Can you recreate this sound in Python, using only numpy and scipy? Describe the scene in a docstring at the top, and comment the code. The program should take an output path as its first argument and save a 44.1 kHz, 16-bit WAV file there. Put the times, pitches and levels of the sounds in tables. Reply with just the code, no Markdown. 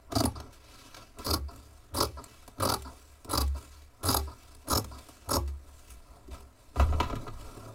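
"""Scissors snip eight times through stiff fabric: bursts of random clicks, a crunch for each bundle of threads,
excite blade resonances, thread fizz and table modes; scuffs follow as the blades open between snips.
Filtered friction noise slides over the table, whose lowest mode swells as decaying and rounded sine tones.
At the end something is set down with knocks and bounces: pushes and rattles drive the modes of table and object.
One early echo, a short diffuse tail and steady room noise surround the work."""
import sys
import numpy as np
from scipy import signal
from scipy.fft import rfft, irfft
from scipy.io import wavfile
from scipy.ndimage import uniform_filter1d

SR = 44100
rng = np.random.default_rng(int(sys.argv[2]) if len(sys.argv) > 2 else 0)


def digitize_waveform(pressure):
    """Quantize a signal to 16-bit integers and store it at the path in sys.argv[1].

    Rows of a 2-D input are taken as channels; values are limited to [-1, 1].
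    """
    field = np.atleast_2d(pressure).T
    bounded = np.clip(field, -1, 1)
    quanta = np.round(bounded * 32767).astype(np.int16)
    wavfile.write(sys.argv[1], SR, quanta)


N = 341334
TIME = np.arange(N) / SR

# Levels below are drives or relative gains; filters and the final mix scale them further.
# Room noise spectrum: (frequency [Hz], relative density [dB per Hz])
AIR_SPECTRUM = [(12, -76), (20, -26), (70, -12), (172, -26), (285, -27.5), (718, -19), (849, -27),
                (1330, -25.5), (2200, -28.5), (6010, -56), (16000, -44)]
AIR_DB = -68.5  # rms level
# Reverberation: (frequency [Hz], decay time t60 [s])
ROOM_T60 = [(200, 0.24), (1400, 0.14), (4000, 0.098), (12000, 0.12)]
ROOM_DB = -13
ECHO_S, ECHO_DB = .003045, -6
EDGE_HZ = 15800  # upper band limit

# Slow shaking of the table: (time [s], level [dB])
RUMBLE = [(0, -56), (1.38, -55.5), (2.0, -59.5), (2.3, -56), (3.9, -59.5), (4.1, -54), (5.13, -61.5),
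          (5.37, -54.5), (6.2, -55.5), (6.32, -46), (6.5, -63), (6.79, -54), (6.83, -35), (7.15, -38.5),
          (7.24, -47), (7.44, -39.5), (7.56, -52), (7.74, -59)]
# Spectrum of the shaking: (frequency [Hz], relative level [dB])
SHAKING_SPECTRUM = [(12, -22), (22, -18.5), (45, -25), (65, -21.5), (200, -86)]
# Swells of the lowest table mode under the hand's pushes:
# (peak time [s], rise [s], fall [s], level [dB], frequency [Hz])
BOOM_SWELLS = [(.2, 0.083, 0.065, -41, 81), (0.259, 0.019, 0.064, -30, 77), (.37, 0.039, 0.088, -41, 72.2),
               (1.2, 0.022, 0.026, -45, 75.6), (1.33, 0.055, 0.07, -30.5, 79),
               (1.44, .08, 0.078, -35, 69.5), (1.961, 0.046, 0.052, -39.5, 81),
               (2.069, 0.041, .04, -38.5, 70), (2.151, 0.044, 0.083, -42.5, 69.3),
               (2.613, .03, 0.077, -34.5, 93.5), (2.821, 0.067, 0.16, -43.5, 68.3),
               (3.299, 0.018, .05, -41, 88.5), (3.458, 0.13, 0.16, -28, 68.7), (4.069, .04, 0.07, -32, 88),
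               (4.165, 0.038, .18, -32.5, 71.2), (4.76, 0.056, 0.014, -32, 75),
               (4.851, 0.025, 0.22, -45, 67.4), (5.298, 0.025, 0.02, -35.5, 88),
               (5.371, 0.015, 0.046, -29.5, 88), (5.441, 0.084, 0.18, -32.5, 69.5),
               (5.93, 0.056, .1, -48.5, 59.8), (6.34, .04, 0.016, -40.5, 68),
               (6.42, 0.048, 0.15, -50.5, 66.5), (6.825, 0.059, 0.044, -21, 67.3),
               (6.93, 0.15, .16, -28, 76)]
BOOM_TAPER = 1.45  # exponent: higher = swells with thinner ends
# A faint second swell peaks AFTER_S after the end of each snip
AFTER_S, AFTER_RISE_S, AFTER_FALL_S, AFTER_HZ = 0.39, 0.36, 0.096, 71.6
# Table top modes: (frequency [Hz], width [Hz], level [dB])
TABLE_MODES = [(105.4, 18, 0.5), (143, 80, -1.5), (210, 38.6, -4.5), (266, 36.5, -6.5), (352.2, 47, -9),
               (389, 52, -8), (543, 128, -1), (749.4, 51, -6), (806, 70, -6.5), (910, 248, -3),
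               (1137, 64, -2), (1212, 110, -3.5), (1383, 222, -8.5)]

# Hand, blades and cloth slide over the table:
# (peak time [s], rise [s], fall [s], hiss [dB], fizz [dB], pressure on the table [dB])
SLIDES = [(.38, 0.05, 0.15, -61.5, -72, -61), (.75, 0.26, 0.43, -55, -62.5, -59),
          (1.02, 0.11, 0.042, -60, -71, -56.5), (1.52, 0.063, 0.48, -64, -65, -68),
          (2.3, 0.21, 0.37, -60.5, -65.5, -72), (2.9, 0.16, 0.52, -62.5, -63, -73),
          (3.57, 0.041, 0.22, -61.5, -59, -71), (3.76, 0.17, 0.15, -62.5, -68.5, -81),
          (4.43, 0.46, 0.33, -63, -65, -74), (5.05, 0.34, 0.44, -59.5, -62, -63),
          (5.78, 0.23, 0.45, -65, -65, -65), (5.91, 0.022, 0.035, -61, -54, -67),
          (6.12, 0.083, 0.19, -75, -78, -58.5), (6.32, 0.017, 0.11, -57, -60, -50),
          (6.62, 0.15, 0.39, -73.5, -74.5, -76), (6.775, 0.032, 0.33, -56, -58.5, -42.5),
          (7.01, 0.057, 0.16, -59, -64, -38.5), (7.2, 0.21, 0.32, -64, -68, -51.5),
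          (7.42, 0.12, 0.57, -59.5, -61.5, -57), (7.62, 0.23, 0.37, -79, -75, -49.5)]
RESTING_DB = [-74, -74, -64]  # hiss, fizz and pressure of cloth under a still hand
EDGE_DB, SLIDE_TAPER = -19, 1.47  # level one rise before or one fall after the peak; exponent
# Spectrum of friction hiss and small ticks: (frequency [Hz], relative level [dB])
HISS_SPECTRUM = [(1200, -9), (1500, -1.5), (1830, -6.5), (2600, -2.5), (3100, -6.5), (3700, -4),
                 (4900, -4.5), (5900, -7.5), (6700, -7), (8500, -58)]
# Top of soft friction: (frequency [Hz], relative level [dB])
SWISH_SPECTRUM = [(5000, -32), (7000, -1), (8500, -3.5), (10000, -5.5), (13000, -9.5), (16000, -12)]
DRAG_FIZZ_DB, DRAG_FADE_DB_PER_S = -5, 249  # cloth drags along the closing blades, then settles
LEAN_DB, LEAN_RISE_S, LEAN_FALL_S = -44.5, 0.032, .05  # the lower blade leans on the table as a snip starts
LIFT_FADE_DB_PER_S = 168

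# Knocks on the table: (time [s], click [dB], then over the click: thud [dB], knock [dB], fizz [dB]; t60 [s])
KNOCKS = [(6.759, -47.5, 18, 13.5, -14, 0.17), (6.7973, -33.5, 11.5, 11, -16, 0.15),
          (6.8883, -50.5, 19, -9, -18, 0.064), (6.9245, -46.5, 20, 17, -16, 0.054),
          (6.9355, -45, 23.5, 12, -26, 0.062), (7.0017, -26, 6, 5, -45, 0.063),
          (7.0284, -40, -13, -17, -33, 0.21), (7.0989, -42, 12, 9.5, -32, 0.088),
          (7.128, -45.5, 22, 19.5, -21, 0.042), (7.1552, -39, 12, -19, -8, 0.027),
          (7.164, -47, 13, -14, -26, 0.06), (7.2674, -55, 26, 19.5, -23, 0.11),
          (7.2784, -41.5, 5, -3, -26, 0.034), (7.5687, -61, 25, 15, 7, 0.071),
          (7.6594, -63.5, 28, -8, -12, 0.03)]
# Click of a knock on wood: (frequency [Hz], relative level [dB])
WOOD_SPECTRUM = [(1200, 1.5), (1500, -3), (1750, -1), (2000, 2.5), (2250, 0.5), (2600, 3.5), (3000, -1),
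                 (4100, -3), (4700, -13), (7500, -10.5), (9000, -42)]
# Modes of the thing set down: (frequency [Hz], width [Hz], level [dB])
CLATTER_MODES = [(1000, 65, -3.5), (1228, 35, 3), (2040, 56, -29), (2650, 130, -21), (3340, 62, -19),
                 (3720, 150, -13)]
# Small ticks of blades and paper:
# (time [s], click [dB], then over the click: thud [dB], knock [dB], fizz [dB]; t60 [s])
TICKS = [(0.1097, -58, 1, 1, -15, 0.022), (0.2379, -31.5, 20.5, 11, 2, 0.028),
         (0.2575, -54, 27, 12, -6, 0.018), (0.4013, -38, 8, 4.5, -6, 0.018),
         (0.473, -72, -8, -3, -16, 0.017), (0.5282, -52.5, -19, -19, -3, 0.16),
         (0.9451, -37, -25, -17, -10, 0.027), (0.9668, -46, -27, 4, -7, 0.09),
         (1.1866, -44.5, 22, -3, 4, 0.012), (1.5596, -52, 5, 3, 5, 0.018),
         (2.2412, -44.5, -12, 0, 8, 0.012), (2.4783, -45.5, 8, 9, 4, 0.019),
         (2.5832, -53, 22, 13, -4, 0.034), (2.8221, -45, -17, 0, 5, 0.021), (3.2467, -47, 9, 6, 4, 0.02),
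         (3.478, -52, -10, -15, 7.5, 0.023), (4.5491, -51, -20, -1, 3, 0.019),
         (4.8439, -41, 9.5, 4, 1, 0.025), (4.9836, -48.5, -13, -2, -1.5, 0.058),
         (5.0868, -51.5, 12, 13.5, 4, 0.039), (5.4766, -51, 6, -2, -3, 0.11),
         (6.2777, -61, 31.5, -6, 0, 0.042), (6.3134, -47, -12, 0, -18, 0.02),
         (6.3429, -49.5, -8, 5, -5, 0.096), (6.4045, -55.5, -11, 9, 4, 0.032)]

# The blades scuff as they open again:
# (time [s], length before the quick end [ms], knock [dB], blade ring [dB], rub on the table [dB])
OPENINGS = [(0.354, 15, -66, -44.5, -40.5), (1.482, 17, -48.5, -52.5, -44.5),
            (2.17, 25, -39.5, -53.5, -45.5), (2.846, 48, -43, -54.5, -46), (3.546, 40, -46.5, -57, -49),
            (4.27, 62, -46, -55.5, -44.5), (4.91, 89, -50, -54.5, -47)]

# One row a crunch: (time [s], nominal length [ms], blade drive [dB], then over it: knock [dB], fizz [dB])
BITES = [(0.1182, 7.7, -38, 9.5, -8), (.1498, 24, -33, 6.5, -5.5), (0.1797, 15, -32.5, -5, -8),
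         (0.201, 7.7, -27, 3.9, -8), (.2272, 42, -64, 15, -1), (0.2525, 6.9, -35, 13, 7),
         (0.276, 6.2, -67, 22, 10), (1.2426, 23, -43.5, 3.5, 1), (1.2636, 4.6, -29, 5.5, -13),
         (1.2727, 19.5, -37, 2.5, -14), (1.296, 7.1, -42.5, 14, -1), (1.3033, 9.7, -26.5, -3, -18),
         (1.33, 15, -27.5, 2.5, -6.5), (1.3517, 29, -53.5, 8.5, -2), (1.941, 17, -45.5, 13.5, 8.5),
         (1.9606, 32.3, -36.5, 8.5, 1.5), (2.0014, 12.8, -25.5, 5, -18), (2.0208, 12, -28.5, 6, -4),
         (2.0424, 3.9, -33, 1, -19), (2.0495, 5.5, -37, 2.5, -7), (2.598, 7.8, -43.5, 20, 4),
         (2.6196, 21.6, -39, 15.5, 7), (2.6492, 9.4, -31.5, 11.5, 0.5), (2.6703, 6.1, -35, 10.5, -7.2),
         (2.6856, 17.6, -27, 4, -14), (2.7164, 8.6, -32.5, 11, -2.5), (2.7367, 7.1, -28, 6.5, -3.5),
         (3.2924, 11, -54, 21.5, 11), (3.308, 12.2, -46.5, 14, 13.5), (3.327, 13.4, -36, 12.5, 1),
         (3.3461, 11.8, -32.5, 9.5, -8), (3.3737, 9.6, -25.5, 4, -10), (3.403, 15.9, -34.5, 6.5, -0.5),
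         (4.0294, 13.7, -43, 12.5, 3), (4.05, 9.8, -44.5, 15, 13.5), (4.061, 27.5, -38.5, 7, 3),
         (4.085, 11.5, -29.5, 8, -9), (4.0973, 17, -31.5, 5, 0), (4.1196, 16.6, -31, -0.5, -11),
         (4.1424, 5.4, -29, 11.5, 4.5), (4.1651, 6.2, -26.5, 1, 0.2), (4.188, 10, -44, 9, -27),
         (4.6734, 9.3, -58, 23, 6), (4.684, 5.8, -47.5, 12, 10.5), (4.695, 23.5, -36, 10, 3),
         (4.722, 13.7, -29.5, 6.5, -6), (4.7483, 12.3, -30.5, 7.5, -5), (4.771, 11.1, -28, 3, -2.5),
         (4.792, 5.5, -48, 5, 8), (5.2883, 7.2, -43.5, 14, 7), (5.3024, 17.6, -37, 10, 5.5),
         (5.3273, 17, -29, 4.5, -13), (5.3497, 9.8, -34, 9, 1.5), (5.365, 3.6, -31.5, 12.5, -1)]
# One row a snip: (start [s], end [s], drag [dB], thud over knock [dB], blade ring [Hz],
# after-swell of the table [dB], further blade modes 1 to 4 in this grip [dB each],
# slow table mode [Hz], slow mode level [dB], broad table mode level [dB], first fizz frequency [Hz])
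SNIPS = [(0.115, 0.269, -54.5, 1.5, 4800, -65, -38, -20, -7, -20, 353, -29, 2.5, 9500),
         (1.188, 1.352, -54, 0.5, 4880, -53.5, -46, -21, -6, -10.5, 362, -23, -6, 9760),
         (1.939, 2.061, -52, -3, 4950, -62, -20, -34, -9, -14, 355.5, -15, -6, 9800),
         (2.598, 2.747, -49, -6, 4800, -58, -12.5, -31, -8, -14, 387, -17, -5, 9600),
         (3.291, 3.436, -51.5, -7, 4820, -52, -9, -22, -9, -11.5, 360, -13.5, -2.5, 10200),
         (4.0295, 4.193, -50.5, -5.5, 4880, -56, -12.5, -14.5, -9, -12, 388, -15.5, -1, 10540),
         (4.67, 4.803, -57, -4.5, 5340, -62, -14.5, -7, -7.5, -15, 318.5, -12, -5.5, 10800),
         (5.289, 5.363, -51, -2, 5400, -54.5, -39, -9.5, -4, -15, 347.5, -13, -2, 10500)]
# Skirt of the blade ring: (frequency [Hz], relative level [dB])
BLADE_SPECTRUM = [(1200, -37), (1600, -25.5), (2130, -5.5), (3090, -9.5), (4790, 8.5), (6240, 5), (7500, 1),
                  (9000, -17.5)]
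# Further blade modes: (frequency [Hz], width of one resonator pass [Hz])
STEEL_MODES = [(4200, 580), (6650, 1050), (8400, 1540), (13400, 5900)]
# Broad fizz of parting threads: (frequency [Hz], relative level [dB])
FIZZ_SPECTRUM = [(5000, -51), (7000, 0), (8000, 20.5), (11000, 14), (14000, -8), (16000, -0.5)]
RING_DB, RING_WIDTH_HZ = -1.5, 850  # main blade ring, width of one resonator pass
FIRST_BITE_PITCH = 0.8  # wide open blades ring lower, as a share of the ring
FIZZ_CLIMB_HZ = 1460  # the fizz climbs as the cut runs from the pivot to the tips


def amp(db):
    """Logarithmic level: decibels become an amplitude ratio."""
    return 10 ** (np.asarray(db) / 20)


def evened(x):
    """Power normalisation: scales to unit rms."""
    return x / np.sqrt(np.mean(x ** 2) + 1e-20)


def read(points, hz):
    """Logarithmic frequency scale: interpolates a table along it."""
    f, value = np.transpose(points)
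    return np.interp(np.log(hz + 1), np.log(f + 1), value)


def curve(rows):
    """Linear interpolation in time: every column of a table, sample by sample."""
    s, *columns = np.transpose(rows)
    return [np.interp(TIME, s, c) for c in columns]


def latest(starts):
    """Event succession: index of the event last begun, sample by sample."""
    return np.clip(np.searchsorted(starts, TIME) - 1, 0, None)


def fading(starts, db_per_s):
    """Exponential decay: gain jumps to 1 at each start and dies away."""
    since = TIME - np.asarray(starts)[latest(starts)]
    return amp(-db_per_s * abs(since)) * (since >= 0)


def relative_time(peak, rise, fall):
    """Asymmetric time scale: -1 is one rise before the peak, 1 is one fall after it."""
    since = TIME - peak
    return np.where(since < 0, since / rise, since / fall)


def arch(peak, rise, fall, taper):
    """Cosine-power envelope: a rounded rise and fall around a moment."""
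    return abs(np.cos(np.pi / 2 * np.clip(relative_time(peak, rise, fall), -1, 1))) ** taper


def hump(peak, rise, fall):
    """Power-law decibel envelope: a soft rise and fall around a moment."""
    return amp(EDGE_DB * abs(relative_time(peak, rise, fall)) ** SLIDE_TAPER)


def add(mix, s, sound):
    """Superposition: lays a shape into its lanes at a time."""
    part = mix[..., round(s * SR):][..., :sound.shape[-1]]
    part += sound[..., :part.shape[-1]]


def colour(x, points, size=4096):
    """Minimum-phase filtering: a causal spectrum that keeps the power of white noise."""
    log_gain = read(points, abs(np.fft.fftfreq(size, 1 / SR))) * np.log(10) / 20
    response = np.exp(np.conj(signal.hilbert(log_gain)))
    taps = np.fft.ifft(response).real[:size // 2]
    return signal.oaconvolve(x, taps / np.linalg.norm(taps))[:N]


def resonate(x, hz, width):
    """Heterodyned resonance: shifts hz to zero, smooths, shifts back; keeps white-noise power."""
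    turn = np.exp(2j * np.pi * np.cumsum(hz * np.ones(N)) / SR)
    r = np.exp(-np.pi * width / SR)
    smooth = signal.lfilter([1], [1, -r], x / turn + 1e-18)
    return np.sqrt(2 * (1 - r * r)) * (turn * smooth).real


def steeply(x, hz, width):
    """Cascaded resonance: two passes give steeper skirts."""
    return resonate(resonate(x, hz, width), hz, width) * np.sqrt(np.pi * width / SR)


def fibres(per_s, spread_db):
    """Random impulse process: snapping fibres as clicks of uneven size."""
    size = amp(spread_db * np.minimum(rng.exponential(1, N), 4)) * rng.standard_normal(N)
    return evened(size * (rng.random(N) < per_s / SR))


def table(thud, knock):
    """Modal vibration: a broad push drives the low modes, a sharp contact those above 500 Hz."""
    t, taps = np.arange(8192) / SR, np.zeros((2, 8192))
    for k, (hz, w, db) in enumerate(TABLE_MODES):
        sense = (-1) ** k  # neighbouring modes swing in opposite senses
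        decay = np.exp(-np.pi * w * t)
        taps[int(hz > 500)] += sense * amp(db) * np.sqrt(w) * decay * np.sin(2 * np.pi * hz * t)
    return sum(signal.oaconvolve(f, h / np.linalg.norm(h))[:N] for f, h in zip((thud, knock), taps))


def room_noise():
    """Stationary noise: a steady Gaussian hiss shaped by the room spectrum."""
    return amp(AIR_DB) * evened(colour(rng.standard_normal(N), AIR_SPECTRUM, size=16384))


def room(x):
    """Diffuse reverberation: sparse random taps, each band dying at its own speed."""
    taps = rng.choice([-1., 1.], SR // 2) * (rng.random(SR // 2) < .05)
    taps *= np.arange(SR // 2) > 260  # delay before the tail [samples]
    hz, t, z = signal.stft(taps, SR, nperseg=256)
    tail = signal.istft(z * amp(-60 * t / read(ROOM_T60, hz)[:, None]), SR, nperseg=256)[1]
    return signal.oaconvolve(x, tail / np.linalg.norm(tail))[:N]


def early_echo(x):
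    """Phase delay: a linear phase slope shifts the sound by a fraction of a sample as well."""
    return irfft(rfft(x) * np.exp(-2j * np.pi * np.fft.rfftfreq(N, 1 / SR) * ECHO_S), N)


def swell(peak, rise, fall, db, hz):
    """Amplitude modulation: one rounded swell of a low table mode."""
    tone = np.sin(2 * np.pi * hz * (TIME - peak))
    return np.sqrt(2) * amp(db) * arch(peak, rise, fall, BOOM_TAPER) * tone


def boom():
    """Low-mode response: swells under each push and again faintly after each snip, over slow shaking."""
    shaking = evened(colour(rng.standard_normal(N), SHAKING_SPECTRUM, size=32768))
    after = sum(swell(row[1] + AFTER_S, AFTER_RISE_S, AFTER_FALL_S, row[5], AFTER_HZ) for row in SNIPS)
    return sum(swell(*row) for row in BOOM_SWELLS) + after + amp(curve(RUMBLE)[0]) * shaking


def strokes():
    """Friction force: gains of hiss, fizz and table rub from slides, snip drag, and blades leaning and lifting."""
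    rows, opens = np.array(SNIPS), np.array(OPENINGS)
    start, end, drag_db = rows[latest(rows[:, 0]), :3].T
    drag = amp(drag_db - DRAG_FADE_DB_PER_S * np.maximum(TIME - end, 0)) * (TIME >= start)
    sliding = sum(amp(row[3:])[:, None] * hump(*row[:3]) for row in SLIDES)
    hiss, fizz, press = sliding + amp(RESTING_DB)[:, None]
    lean = amp(LEAN_DB) * sum(hump(s, LEAN_RISE_S, LEAN_FALL_S) for s in rows[:, 0])
    lift = amp(opens[latest(opens[:, 0]), 4]) * fading(opens[:, 0], LIFT_FADE_DB_PER_S)
    return hiss + drag, fizz + amp(DRAG_FIZZ_DB) * drag, press + lean + lift


def slide():
    """Friction noise: fine clicks that flicker with the weave, in drifting time-frequency patches."""
    hiss_gain, fizz_gain, press = strokes()
    flicker = amp(1.55 * evened(uniform_filter1d(rng.standard_normal(N), 350)))
    z = signal.stft(fibres(12000, 2.17) * flicker, nperseg=512)[2]
    across_bands = uniform_filter1d(rng.standard_normal(z.shape), 7, axis=0)
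    patches = evened(uniform_filter1d(across_bands, 12, axis=1))
    rub = evened(signal.istft(z * amp(1.7 * patches), nperseg=512)[1][:N])
    hiss = hiss_gain * colour(rub, HISS_SPECTRUM) + fizz_gain * colour(rub, SWISH_SPECTRUM)
    return hiss + table(0.86 * press * rub, 0.68 * press * rub)


def blows(rows, click, modes=()):
    """Impact excitation: one sharp push on table and struck thing, then a dying rattle with click and fizz."""
    lanes, pushes, t = np.zeros((4, N)), np.zeros((4, N)), np.arange(8000) / SR
    for s, db, thud_db, knock_db, fizz_db, t60 in rows:
        levels = amp(db + np.array([[thud_db], [knock_db], [0], [fizz_db]]))
        decay = amp(-60 * t / max(t60, .005))
        add(lanes, s, levels * decay)
        add(pushes, s, levels * 0.58 * np.linalg.norm(decay))  # one-sample impulse
    rattles = lanes * fibres(14000, 0.26)
    thud, knock, tick, _ = 0.58 * rattles + pushes
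    click_force, fizz = rattles[2:] + .4 * pushes[2:]  # the first contact is crisp
    rings = sum(amp(db) * resonate(tick, hz, w) for hz, w, db in modes)
    return table(thud, knock) + colour(click_force, click) + rings + colour(fizz, SWISH_SPECTRUM)


def openings():
    """Sliding contact: steel rubs on steel and table with a sudden start, a short scuff and a quick end."""
    lanes, t, grit = np.zeros((2, N)), np.arange(6000) / SR, fibres(6400, 0.33)
    for s, ms, knock_db, ring_db, _ in OPENINGS:
        attack = np.clip(t / .002, 0, 1)
        decay = amp(-60 * t - 60 * np.maximum(t - ms / 1000, 0) / .04)
        add(lanes, s, amp([[knock_db], [ring_db]]) * attack * decay)
    knock, ring = lanes * grit
    scuff = amp(-1.5) * steeply(knock, 1000, 260) + amp(-5) * steeply(knock, 1260, 160)
    squeak = steeply(ring, 4650, 800) + amp(-17) * steeply(ring, 8600, 600)
    return scuff + squeak


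def crunches():
    """Fracture noise: each crunch swells as a bundle of threads is loaded and stops when the last one parts."""
    lanes, t = np.zeros((3, N)), np.arange(3000) / SR
    clumps = amp(1.56 * evened(uniform_filter1d(rng.standard_normal(N), 70)))  # threads part a few at a time
    snaps = fibres(11000, 2.66) * clumps
    for s, ms, db, knock_db, fizz_db in BITES:
        attack = np.clip(t / min(0.29 * ms / 1000, .005), 0, 1)
        shape = attack * amp(-60 * np.maximum(t - 1.007 * ms / 1000, 0) / 0.0028)
        crunch = evened(shape * snaps[round(s * SR):][:len(t)]) * np.sqrt(np.mean(shape ** 2))
        add(lanes, s, amp(db + np.array([[knock_db], [0], [fizz_db]])) * crunch)
    return lanes


def snips():
    """Forced resonance: the crunches drive blades, threads and table, tuned by the place of the cut."""
    knock, ring, fizz = crunches()
    rows, starts = np.array(SNIPS), np.array(BITES)[:, 0]
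    settings = rows[latest(rows[:, 0] - .01)].T  # a snip's tuning is ready 10 ms early
    start, end, _, thud_db, ring_hz, _, *reach_db, slow_hz, slow_db, broad_db, wide_hz = settings
    bite_s = starts[latest(starts)]
    along = np.clip((bite_s - start) / (end - start), 0, 1)  # each crunch has its own place on the blade
    ring_hz = ring_hz * np.where(bite_s - start < .01, FIRST_BITE_PITCH, 1)
    thud = amp(thud_db) * knock
    blades = amp(-3.5) * colour(ring, BLADE_SPECTRUM) + amp(RING_DB) * steeply(ring, ring_hz, RING_WIDTH_HZ)
    fizz_hz = wide_hz + FIZZ_CLIMB_HZ * along
    threads = amp(-1.5) * colour(fizz, FIZZ_SPECTRUM) + amp(-3.5) * steeply(fizz, fizz_hz, 1550)
    steel = sum(steeply(amp(db) * (ring + fizz), hz, w) for db, (hz, w) in zip(reach_db, STEEL_MODES))
    local = resonate(amp(slow_db) * thud, slow_hz, 6.0) + steeply(amp(broad_db) * knock, 698.6, 243)
    return table(thud, knock) + local + blades + threads + steel


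def scene():
    """Superposition: work on the table, one strong early echo, a little room, boom and room noise."""
    work = snips() + openings() + slide()
    near = work + blows(TICKS, HISS_SPECTRUM) + blows(KNOCKS, WOOD_SPECTRUM, CLATTER_MODES)
    reflected = amp(ECHO_DB) * early_echo(near) + amp(ROOM_DB) * room(near)
    return (amp(-3.15) * near + reflected + boom() + room_noise())[None]


def record(dry):
    """Band limiting: a linear-phase low-pass at the upper limit of the recorder."""
    return signal.oaconvolve(dry, signal.firwin(301, EDGE_HZ, window=("kaiser", 7), fs=SR)[None], "same")


dry = scene()
out = record(dry)
digitize_waveform(out)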